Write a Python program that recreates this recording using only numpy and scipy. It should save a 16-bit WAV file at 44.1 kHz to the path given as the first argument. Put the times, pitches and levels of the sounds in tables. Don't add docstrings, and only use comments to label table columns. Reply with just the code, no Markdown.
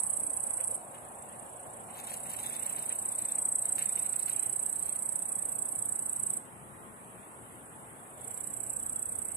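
import sys
import numpy as np
from scipy import signal
from scipy.io import wavfile
from scipy.ndimage import uniform_filter1d, map_coordinates

SR = 44100
rng = np.random.default_rng(int(sys.argv[2]) if len(sys.argv) > 2 else 0)


def invert_db(x):
    u = np.asarray(x, float) / 20
    return 10 ** u


def output_pcm(signal):
    pcm = np.clip(np.atleast_2d(signal).T, -1, 1) * 32767
    wavfile.write(sys.argv[1], SR, np.round(pcm).astype(np.int16))


N = 412817


def evened(x):
    return x / np.sqrt(np.mean(x ** 2) + 1e-20)


def smooth_noise(size):
    return evened(uniform_filter1d(rng.standard_normal(N), size=size))


def read(points, hz):
    f, value = np.transpose(points)
    return np.interp(np.log(hz + 1), np.log(f + 1), value)


def along(rows, outside=None):
    s, *columns = np.transpose(rows)
    return [np.interp(np.arange(N) / SR, s, c, outside, outside) for c in columns]


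def ring(points, stretch=1.0):
    hz = abs(np.fft.fftfreq(2048, 1 / SR)) / stretch
    log_gain = np.log(invert_db(np.maximum(read(points, hz), -70)))
    minimum_phase = -signal.hilbert(log_gain).imag
    taps = np.fft.ifft(np.exp(log_gain + 1j * minimum_phase)).real[:1024]
    return taps / np.linalg.norm(taps)


def sides(pan_db):
    return invert_db(np.array([pan_db / 2, -pan_db / 2]))


# frequency in Hz, left minus right in dB.
LEFT_TILT = [(60, 4), (200, 7), (380, 4), (700, -2), (2400, 0.5), (9500, -2.5), (11000, 5.5), (14000, 1.5)]


def hiss(points, same, patchy_db, size=1024):
    frames, hz = 4 * N // size + 5, np.fft.rfftfreq(size, 1 / SR)
    a, b, c, d, patches = rng.standard_normal((frames, len(hz), 5)).T
    patches = uniform_filter1d(patches, size=10, axis=0)
    patches = evened(uniform_filter1d(patches, size=14, axis=1))
    same = np.clip(same * np.ones(len(hz)), -1, 1)[:, None]
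    left, other = a + 1j * b, c + 1j * d
    z = np.array([left, same * left + np.sqrt(1 - same ** 2) * other])
    z *= invert_db(read(points, hz)[:, None] + patchy_db * patches)
    z *= sides(read(LEFT_TILT, hz))[:, :, None]
    return evened(signal.istft(z, nperseg=size, noverlap=3 * size // 4)[1][:, :N])


def stroke(beat, lead, sharp):
    turns = beat * np.arange(N) / SR + along(lead)[0]
    return np.exp(sharp * (np.cos(2 * np.pi * turns) - 1)), np.round(turns).astype(int)


def plants(x, t60):
    taps = np.zeros((2, 12000))
    at = np.arange(60, 11980, 20) + rng.integers(0, 20, (2, 596))
    np.put_along_axis(taps, at, rng.choice([-1., 1.], at.shape), 1)
    taps *= invert_db(-60 * np.arange(12000) / SR / t60)
    return signal.oaconvolve(x[None], taps / np.linalg.norm(taps[0]), axes=1)[:, :N]


# time in seconds, left lag in samples.
LEFT_LAG = [(0, 8), (.8, 8), (2.3, 13), (4, 16.7), (5.7, 18.6), (9.36, 18.6)]


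def late(x):
    return map_coordinates(x, [np.arange(N) - along(LEFT_LAG)[0]], order=3)


# time in seconds, pitch in Hz.
WING_PITCH = [(0, 8280), (.77, 8240), (2, 7950), (3.5, 8200), (5, 8247), (6.4, 8210), (8.2, 7920),
              (9.36, 8280)]
WING_WOBBLE = 0.007
TOOTH_S = .00055
OVERTONE, OVERTONE_DB = 1.292, -19.5


def tooth(teeth):
    wobble = uniform_filter1d(uniform_filter1d(rng.standard_normal(N), size=100), size=100)
    pitch_hz = along(WING_PITCH)[0] * (1 + WING_WOBBLE * evened(wobble))
    angle = 2 * np.pi * np.cumsum(pitch_hz) / SR
    swell = np.exp(-.5 * (np.arange(-100, 101) / SR / TOOTH_S) ** 2)
    swell = np.sqrt(2) * swell / np.linalg.norm(swell)
    out = np.zeros(N)
    for ratio, db in [(1, 0), (OVERTONE, OVERTONE_DB)]:
        turn = np.exp(1j * ratio * angle)
        out += invert_db(db) * (turn * signal.oaconvolve(teeth / turn, swell, "same")).imag
    return out


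# time in seconds, effort in dB, left minus right in dB.
TRILL_EFFORTS = [
    [(0, -27.5, -10), (.3, -30.5, -9.5), (.77, -30.5, -10.5)],
    [(1.95, -61, -5), (2.06, -46, -5), (2.6, -34.5, -9), (3.1, -32.5, -1.5), (3.55, -28.5, -1),
     (4.3, -28.5, -14), (5, -30, -11), (5.6, -31, -10), (6.39, -31, -4.5)],
    [(8.17, -54, -15), (8.3, -37, -29), (8.8, -33, -7), (9.36, -33.5, -8)],
]
# time in seconds, lead on the steady beat in strokes.
NEAR_STROKE_LEAD = [(0, -.08), (.3, -.11), (.55, -.18), (.77, -.48), (2, -1.26), (2.3, -1.04), (2.7, -.9),
                    (3.1, -.68), (3.3, -.64), (3.6, -.71), (4.3, -.93), (4.7, -.9), (5.3, -.74), (5.7, -.7),
                    (6, -.79), (6.4, -1.18), (8.2, -2.42), (9.36, -1.55)]
# level in dB, one a trill.
UPPER_LEVELS = [-31, -35.5, -38.5]
# frequency in Hz, density in dB per Hz.
UPPER_TONE = [(7200, -36), (8300, 3.5), (9500, -4.5), (10000, -3), (10300, 0), (10750, -5), (12000, -13),
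              (14400, -17)]
# time in seconds, level in dB.
TOP_LEVEL = [(0, -6), (.8, -9), (2, -3), (4, 2), (6.4, 0), (8.2, 1), (9.36, 3.5)]
# frequency in Hz, density in dB per Hz.
SCRAPER_TONE = [(3500, -40), (4500, -4), (5500, -1), (6500, -1), (7200, 2), (8000, -32)]
NEAR_BEAT = 30.
UPPER_FOLLOWS, MEAN_EFFORT_DB = 0.23, -26.5
TOP_HZ = 10800
SCRAPER_DB, CATCH_DB = -40, 5
TEETH_PER_STROKE, TOOTH_SLIP = 12.3, .18


def near_singer():
    effort, upper = np.zeros(N), np.zeros(N)
    pan_db = along(sum(TRILL_EFFORTS, []))[1]
    for rows, upper_db in zip(TRILL_EFFORTS, UPPER_LEVELS):
        effort_db = along(rows, -900)[0]
        effort += invert_db(effort_db)
        follow_db = UPPER_FOLLOWS * (effort_db - MEAN_EFFORT_DB)
        upper += invert_db(upper_db + follow_db) * np.minimum(invert_db(effort_db + 45.0), 1)
    effort, upper = uniform_filter1d([effort, upper], size=300)

    press, count = stroke(NEAR_BEAT, NEAR_STROKE_LEAD, sharp=2.6)
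    strength = invert_db(0.27 * rng.standard_normal(400)[count])
    within = NEAR_BEAT * np.arange(N) / SR + along(NEAR_STROKE_LEAD)[0] - count
    place = TEETH_PER_STROKE * within + TOOTH_SLIP * rng.standard_normal(400)[count]
    place += .05 * smooth_noise(150)
    teeth = np.diff(np.maximum.accumulate(np.floor(place) + 20 * count), prepend=0) == 1
    teeth = evened(teeth * invert_db(1.95 * rng.standard_normal(N)) * (press + 0.01))

    clicks = tooth(teeth * effort * strength)
    catch = invert_db(CATCH_DB * rng.standard_normal(400)[count])
    ticks = signal.oaconvolve(teeth * effort * press * catch, ring(SCRAPER_TONE))[:N]
    clicks += invert_db(SCRAPER_DB) * ticks
    shade = invert_db(np.array([pan_db, 0 * pan_db]))
    direct = np.array([late(clicks), clicks]) * shade

    broad = np.array([stroke(NEAR_BEAT, NEAR_STROKE_LEAD, sharp)[0] for sharp in (0.33, 0.92)])
    slips = hiss(UPPER_TONE, .5, patchy_db=1.5, size=256)
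    top = signal.sosfiltfilt(signal.butter(4, TOP_HZ, "highpass", fs=SR, output="sos"), slips)
    left, right = slips + (invert_db(along(TOP_LEVEL)[0]) - 1) * top
    scrape = upper * strength * broad * sides(-5.0)[:, None] * np.array([late(left), right])

    close = invert_db(-11) * shade * plants(clicks, t60=.022)
    garden = invert_db([[-16], [-12]]) * plants(invert_db(-1.0) * clicks + scrape[1], t60=0.35)
    return invert_db(-4.5) * direct + close + garden + scrape


# time in seconds, level in dB.
FAR_LEVEL = [(0, -53.5), (1.9, -52), (6.7, -68.5), (7.2, -63.5), (9.36, -54)]
# time in seconds, lead on the steady beat in strokes.
FAR_STROKE_LEAD = [(0, .23), (9.36, .31)]
# frequency in Hz, density in dB per Hz.
FAR_COLOR = [(6800, -46), (7400, -4.5), (7900, 8.5), (8700, 10), (9500, 4), (10500, -1), (12000, -56),
             (14500, -34)]
# frequency in Hz, density in dB per Hz.
CROWD_COLOR = [(5000, -46), (6000, -61), (6800, -17), (7800, 5), (10400, 7), (12000, -6.5), (14400, -9.5)]
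FAR_BEAT = 29.2
CHORUS_DB, CHORUS_FOLLOWS, MEAN_FAR_DB = -54.5, 0.19, -64.5


def chorus():
    far_db = along(FAR_LEVEL)[0]
    throb = evened(stroke(FAR_BEAT, FAR_STROKE_LEAD, sharp=1.0)[0])
    far = invert_db(far_db) * throb * sides(-4.5)[:, None] * hiss(FAR_COLOR, 0.31, patchy_db=2.5, size=256)
    blur = invert_db(CHORUS_DB + CHORUS_FOLLOWS * (far_db - MEAN_FAR_DB))
    return far + blur * sides(.6)[:, None] * hiss(CROWD_COLOR, 0.042, patchy_db=0.5, size=256)


# start in seconds, length in seconds, crunch in dB.
FOOT_DRAGS = [(1.974, 0.16, -46.5), (2.27, 0.28, -46.5), (2.59, 0.31, -50), (3.008, 0.14, -55.5),
              (3.194, 0.13, -51), (3.656, 0.024, -54), (3.78, 0.28, -50.5), (4.166, 0.054, -65),
              (4.27, 0.17, -50), (4.495, 0.28, -61), (4.84, 0.12, -55), (8.2, 0.28, -63)]
STEP_RISE_DB_PER_S, STEP_HOLD_LOSS_DB_PER_S, STEP_FALL_DB_PER_S = 355, -1, 253
STEP_FLICKER_DB = 2


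def drag():
    t, out = np.arange(N) / SR, np.zeros(N)
    for s, length, db in FOOT_DRAGS:
        rise_db = STEP_RISE_DB_PER_S * np.maximum(s - t, 0)
        hold_loss_db = STEP_HOLD_LOSS_DB_PER_S * np.maximum(t - s, 0)
        fall_db = STEP_FALL_DB_PER_S * np.maximum(t - s - length, 0)
        out += invert_db(db - rise_db - hold_loss_db - fall_db)
    return out * invert_db(STEP_FLICKER_DB * smooth_noise(900))


# start in seconds, peak in dB, treble in dB.
LEAF_SNAPS = [(0.58, -51, -38), (0.6, -45.5, -36), (0.7218, -54.5, -30), (0.9418, -48, -32),
              (1.2955, -51, -36), (1.5808, -62, -30), (1.6501, -65, -34), (1.8612, -65, -28),
              (1.8886, -52, -29), (1.9749, -73, -21), (2.118, -50, -13), (2.1824, -53, -18),
              (2.2568, -51, -24), (2.3875, -53, -21), (2.4824, -52, -22), (2.6125, -48, -31),
              (2.7831, -57, -38), (2.899, -41, -39), (2.9966, -59, -21), (3.3707, -51.5, -27),
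              (3.4436, -57, -24), (3.782, -37, -22), (3.969, -49, -20), (4.0906, -64, -22),
              (4.1347, -46.5, -24), (4.1884, -57, -5.5), (4.2353, -61, -22), (4.279, -42.5, -15.5),
              (4.8594, -57, -17), (6.9294, -70, -25), (7.23, -54, -33), (7.5128, -57, -28)]
# start in seconds, peak in dB.
STROKE_TICKS = [
    (0.1316, -64),
    (0.1671, -68),
    (0.2025, -63),
    (0.2998, -65),
    (0.3322, -68),
    (0.3995, -66),
    (0.5362, -69),
    (0.5896, -67),
    (0.6435, -59),
]
# frequency in Hz, density in dB per Hz.
LEAF_BODY = [(700, -9.5), (1300, 2.5), (2300, 6), (3300, 7), (4500, -13.5), (7000, -17.5)]
# frequency in Hz, density in dB per Hz.
LEAF_CRISP = [(1000, -17), (2000, -19.5), (3500, 1), (5000, -13), (6800, -5.5), (10000, -2), (14000, -1),
              (14800, -70)]
STEP_BODY_DB = -8
CRACK_DB, CRACK_T60_S = 5, .025
RIGHT_LATE, LEAF_SAME = 19, .85
SHADE = 0.51


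def leaves():
    grains = invert_db(5.2 * np.minimum(rng.exponential(1, (2, N)), 4))
    grains *= rng.random((2, N)) < 2000 / SR
    grains = evened(grains * rng.choice([-1., 1.], (2, N)))
    high, t = drag(), np.arange(4000) / SR
    low = invert_db(STEP_BODY_DB) * high
    for s, db, treble_db in LEAF_SNAPS:
        burst = invert_db(db - 10.0 - 60 * np.maximum(t - .015, 0) / 0.22) * np.minimum(t / 0.00046, 1)
        burst += invert_db(db - 12.0 + CRACK_DB - 60 * t / CRACK_T60_S)
        low[round(s * SR):][:len(t)] += burst
        high[round(s * SR):][:len(t)] += burst * invert_db(treble_db + 24.0)
    for s, db in STROKE_TICKS:
        high[round(s * SR):][:len(t)] += invert_db(db - 5.0 - 60 * t / .02)
    crackle = signal.oaconvolve(grains * low, ring(LEAF_BODY)[None])
    crackle += signal.oaconvolve(grains[::-1] * high, ring(LEAF_CRISP)[None])
    left, other = crackle[:, :N]
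    right = LEAF_SAME * np.roll(left, shift=RIGHT_LATE) + np.sqrt(1 - LEAF_SAME ** 2) * other
    shaded = signal.lfilter([1 - SHADE], [1, -SHADE], right)
    return np.array([left, shaded]) * sides(-0.091)[:, None]


# start in seconds, peak in dB.
HEEL_KNOCKS = [
    (.585, -52),
    (.6, -43),
    (.69, -44),
    (.722, -42.5),
]
THUD_HZ, THUD_T60_S = 480, 0.079


def heel():
    out, t = np.zeros(N), np.arange(4000) / SR
    for s, db in HEEL_KNOCKS:
        tone = np.sin(2 * np.pi * THUD_HZ * rng.uniform(.9, 1.15) * t)
        out[round(s * SR):][:len(t)] += invert_db(db - 60 * t / THUD_T60_S) * tone
    return out * sides(2.5)[:, None]


# frequency in Hz, density in dB per Hz.
ROAR_TONE = [(200, -21), (400, -5.5), (750, -3), (1100, -3), (2500, -15.5), (3500, -19.5), (4800, -38.5),
             (14500, -62)]
# frequency in Hz,
# left-right likeness.
ROAR_LIKENESS = [(200, .85), (600, .55), (850, .1), (1200, -.45), (2200, -.15), (5000, 0)]
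# frequency in Hz, density in dB per Hz.
RUMBLE_TONE = [(25, -33), (50, -14), (100, -2), (230, -2), (330, -5.5), (500, -10.5), (900, -22),
               (1500, -71)]
# frequency in Hz, left-right likeness.
RUMBLE_LIKENESS = [(30, .7), (60, 0.99), (150, 0.86), (380, 0.88), (950, 0.32), (2370, -0.034),
                   (5960, 0.0053), (14900, -0.22)]
# frequency in Hz, density in dB per Hz.
TYRE_TONE = [(400, -24), (550, -1), (650, -2.5), (770, -1), (880, -4.5), (1100, -7), (1400, -64)]
# frequency in Hz, density in dB per Hz.
WHINE_TONE = [(690, -40), (750, 0), (810, -40)]
# time in seconds, level in dB.
BREEZE_LEVEL = [
    (0, -71),
    (8.2, -84),
    (8.7, -62),
    (9.36, -64),
]
# frequency in Hz, density in dB per Hz.
BREEZE_COLOR = [(20, -6), (40, 0), (80, 10), (150, 1), (250, -35)]
ROAR_DB, RUMBLE_DB, RUMBLE_RISE_DB_PER_S = -53, -57, 0.2235
HUM_HZ, HUM_WIDTH_HZ, HUM_DB = 117, 5, -66
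PASS_DB, PASS_S, PASS_SPAN_S = -51.5, 1.4, 1.54
WHINE_DB = -9


def town():
    t, hz = np.arange(N) / SR, np.fft.rfftfreq(2048, 1 / SR)
    wide = read(ROAR_LIKENESS, hz)
    roar = invert_db(ROAR_DB) * hiss(ROAR_TONE, wide, patchy_db=1.5, size=2048)
    rumble = invert_db(RUMBLE_DB + RUMBLE_RISE_DB_PER_S * t) * hiss(
        RUMBLE_TONE, read(RUMBLE_LIKENESS, hz), patchy_db=1.0, size=2048)
    line, skirt = [], 2 * HUM_WIDTH_HZ
    for center, db in [(HUM_HZ, 0), (2 * HUM_HZ, -2)]:
        line += [(center - skirt, -40), (center, db), (center + skirt, -40)]
    drone = invert_db(HUM_DB) * hiss(line, 0.7, patchy_db=4.0, size=8192)
    vehicle = hiss(TYRE_TONE, wide, patchy_db=-0.5, size=2048)
    vehicle += invert_db(WHINE_DB) * hiss(WHINE_TONE, 0.17, patchy_db=3.5, size=8192)
    vehicle *= invert_db(PASS_DB) / np.hypot(1, (t - PASS_S) / PASS_SPAN_S)
    breeze = invert_db(along(BREEZE_LEVEL)[0]) * hiss(BREEZE_COLOR, 0.76, patchy_db=1.0, size=2048)
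    return roar + rumble + drone + vehicle + breeze


def scene():
    return near_singer() + chorus() + leaves() + heel() + town()


# frequency in Hz, odds in standard deviations.
MUTE_ODDS = [(1400, -2.6), (2000, -1), (2700, -.4), (3700, 0), (4300, .4), (5200, .65), (5900, .15),
             (6400, .2), (7200, -.5), (7600, -3.5), (10500, -3), (11800, -1.2), (14200, -.3)]
# starved from in Hz, loud from in Hz, loud to in Hz,
# threshold in dB, odds per dB, edge drift in Hz, own level that saves it in dB.
LOUD_MASKS = [(6300, 7500, 12000, -47, .13, 70, -65), (3170, 3580, 6000, -69, .4, 140, 0)]
SAVED_PER_DB, SAVED_BELOW_HZ = .045, 6300


def starve(x):
    hz, t, z = signal.stft(x, SR, nperseg=2048, noverlap=1536, boundary="even")
    band, frame = np.arange(len(hz)) // 5, np.arange(len(t)) // 2
    luck = rng.standard_normal((len(hz), len(t)))
    luck = evened(uniform_filter1d(luck, size=2, axis=1))[:, frame]
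    luck, wide = luck[band], luck[band // 3 * 3]
    odds = read(MUTE_ODDS, hz)[:, None] + np.zeros(len(t))
    power = (abs(z) ** 2).sum(0)
    level = 10 * np.log10(uniform_filter1d(power, size=25, axis=0) + 1e-14)
    swell_db = np.clip(level - np.median(level, axis=1, keepdims=True), -6, 10)
    odds -= SAVED_PER_DB * swell_db * (hz[:, None] < SAVED_BELOW_HZ)

    def band_db(a, b, size):
        inside = power[(hz > a) & (hz < b)].sum(0)
        return 10 * np.log10(uniform_filter1d(inside, size=size) + 1e-12)

    for low, edge, high, from_db, slope, drift_hz, own_db in LOUD_MASKS:
        loud, own = band_db(edge, high, 7), band_db(low, .93 * edge, 3)
        drift = evened(uniform_filter1d(rng.standard_normal(len(t)), size=3))
        shift = drift_hz * np.round(drift)[frame]
        under = (hz[:, None] > low + shift) & (hz[:, None] < edge + shift)
        odds += under * (slope * np.maximum(loud - from_db, 0) - .25 * np.maximum(own - own_db, 0))
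        luck = np.where(under, wide, luck)
    return signal.istft(z * (luck > odds), SR, nperseg=2048, noverlap=1536)[1][:, :N]


def top_cut(x):
    return signal.sosfilt(signal.butter(12, 15540, fs=SR, output="sos"), x)


def record(dry):
    cut = signal.sosfilt(signal.butter(2, 45, "highpass", fs=SR, output="sos"), dry)
    lowpass = signal.firwin(151, 14220, window=("kaiser", 8), fs=SR)
    limited = signal.oaconvolve(cut, lowpass[None], "same")
    mix = starve(limited)
    return top_cut(mix)


dry = scene()
out = record(dry)
output_pcm(out)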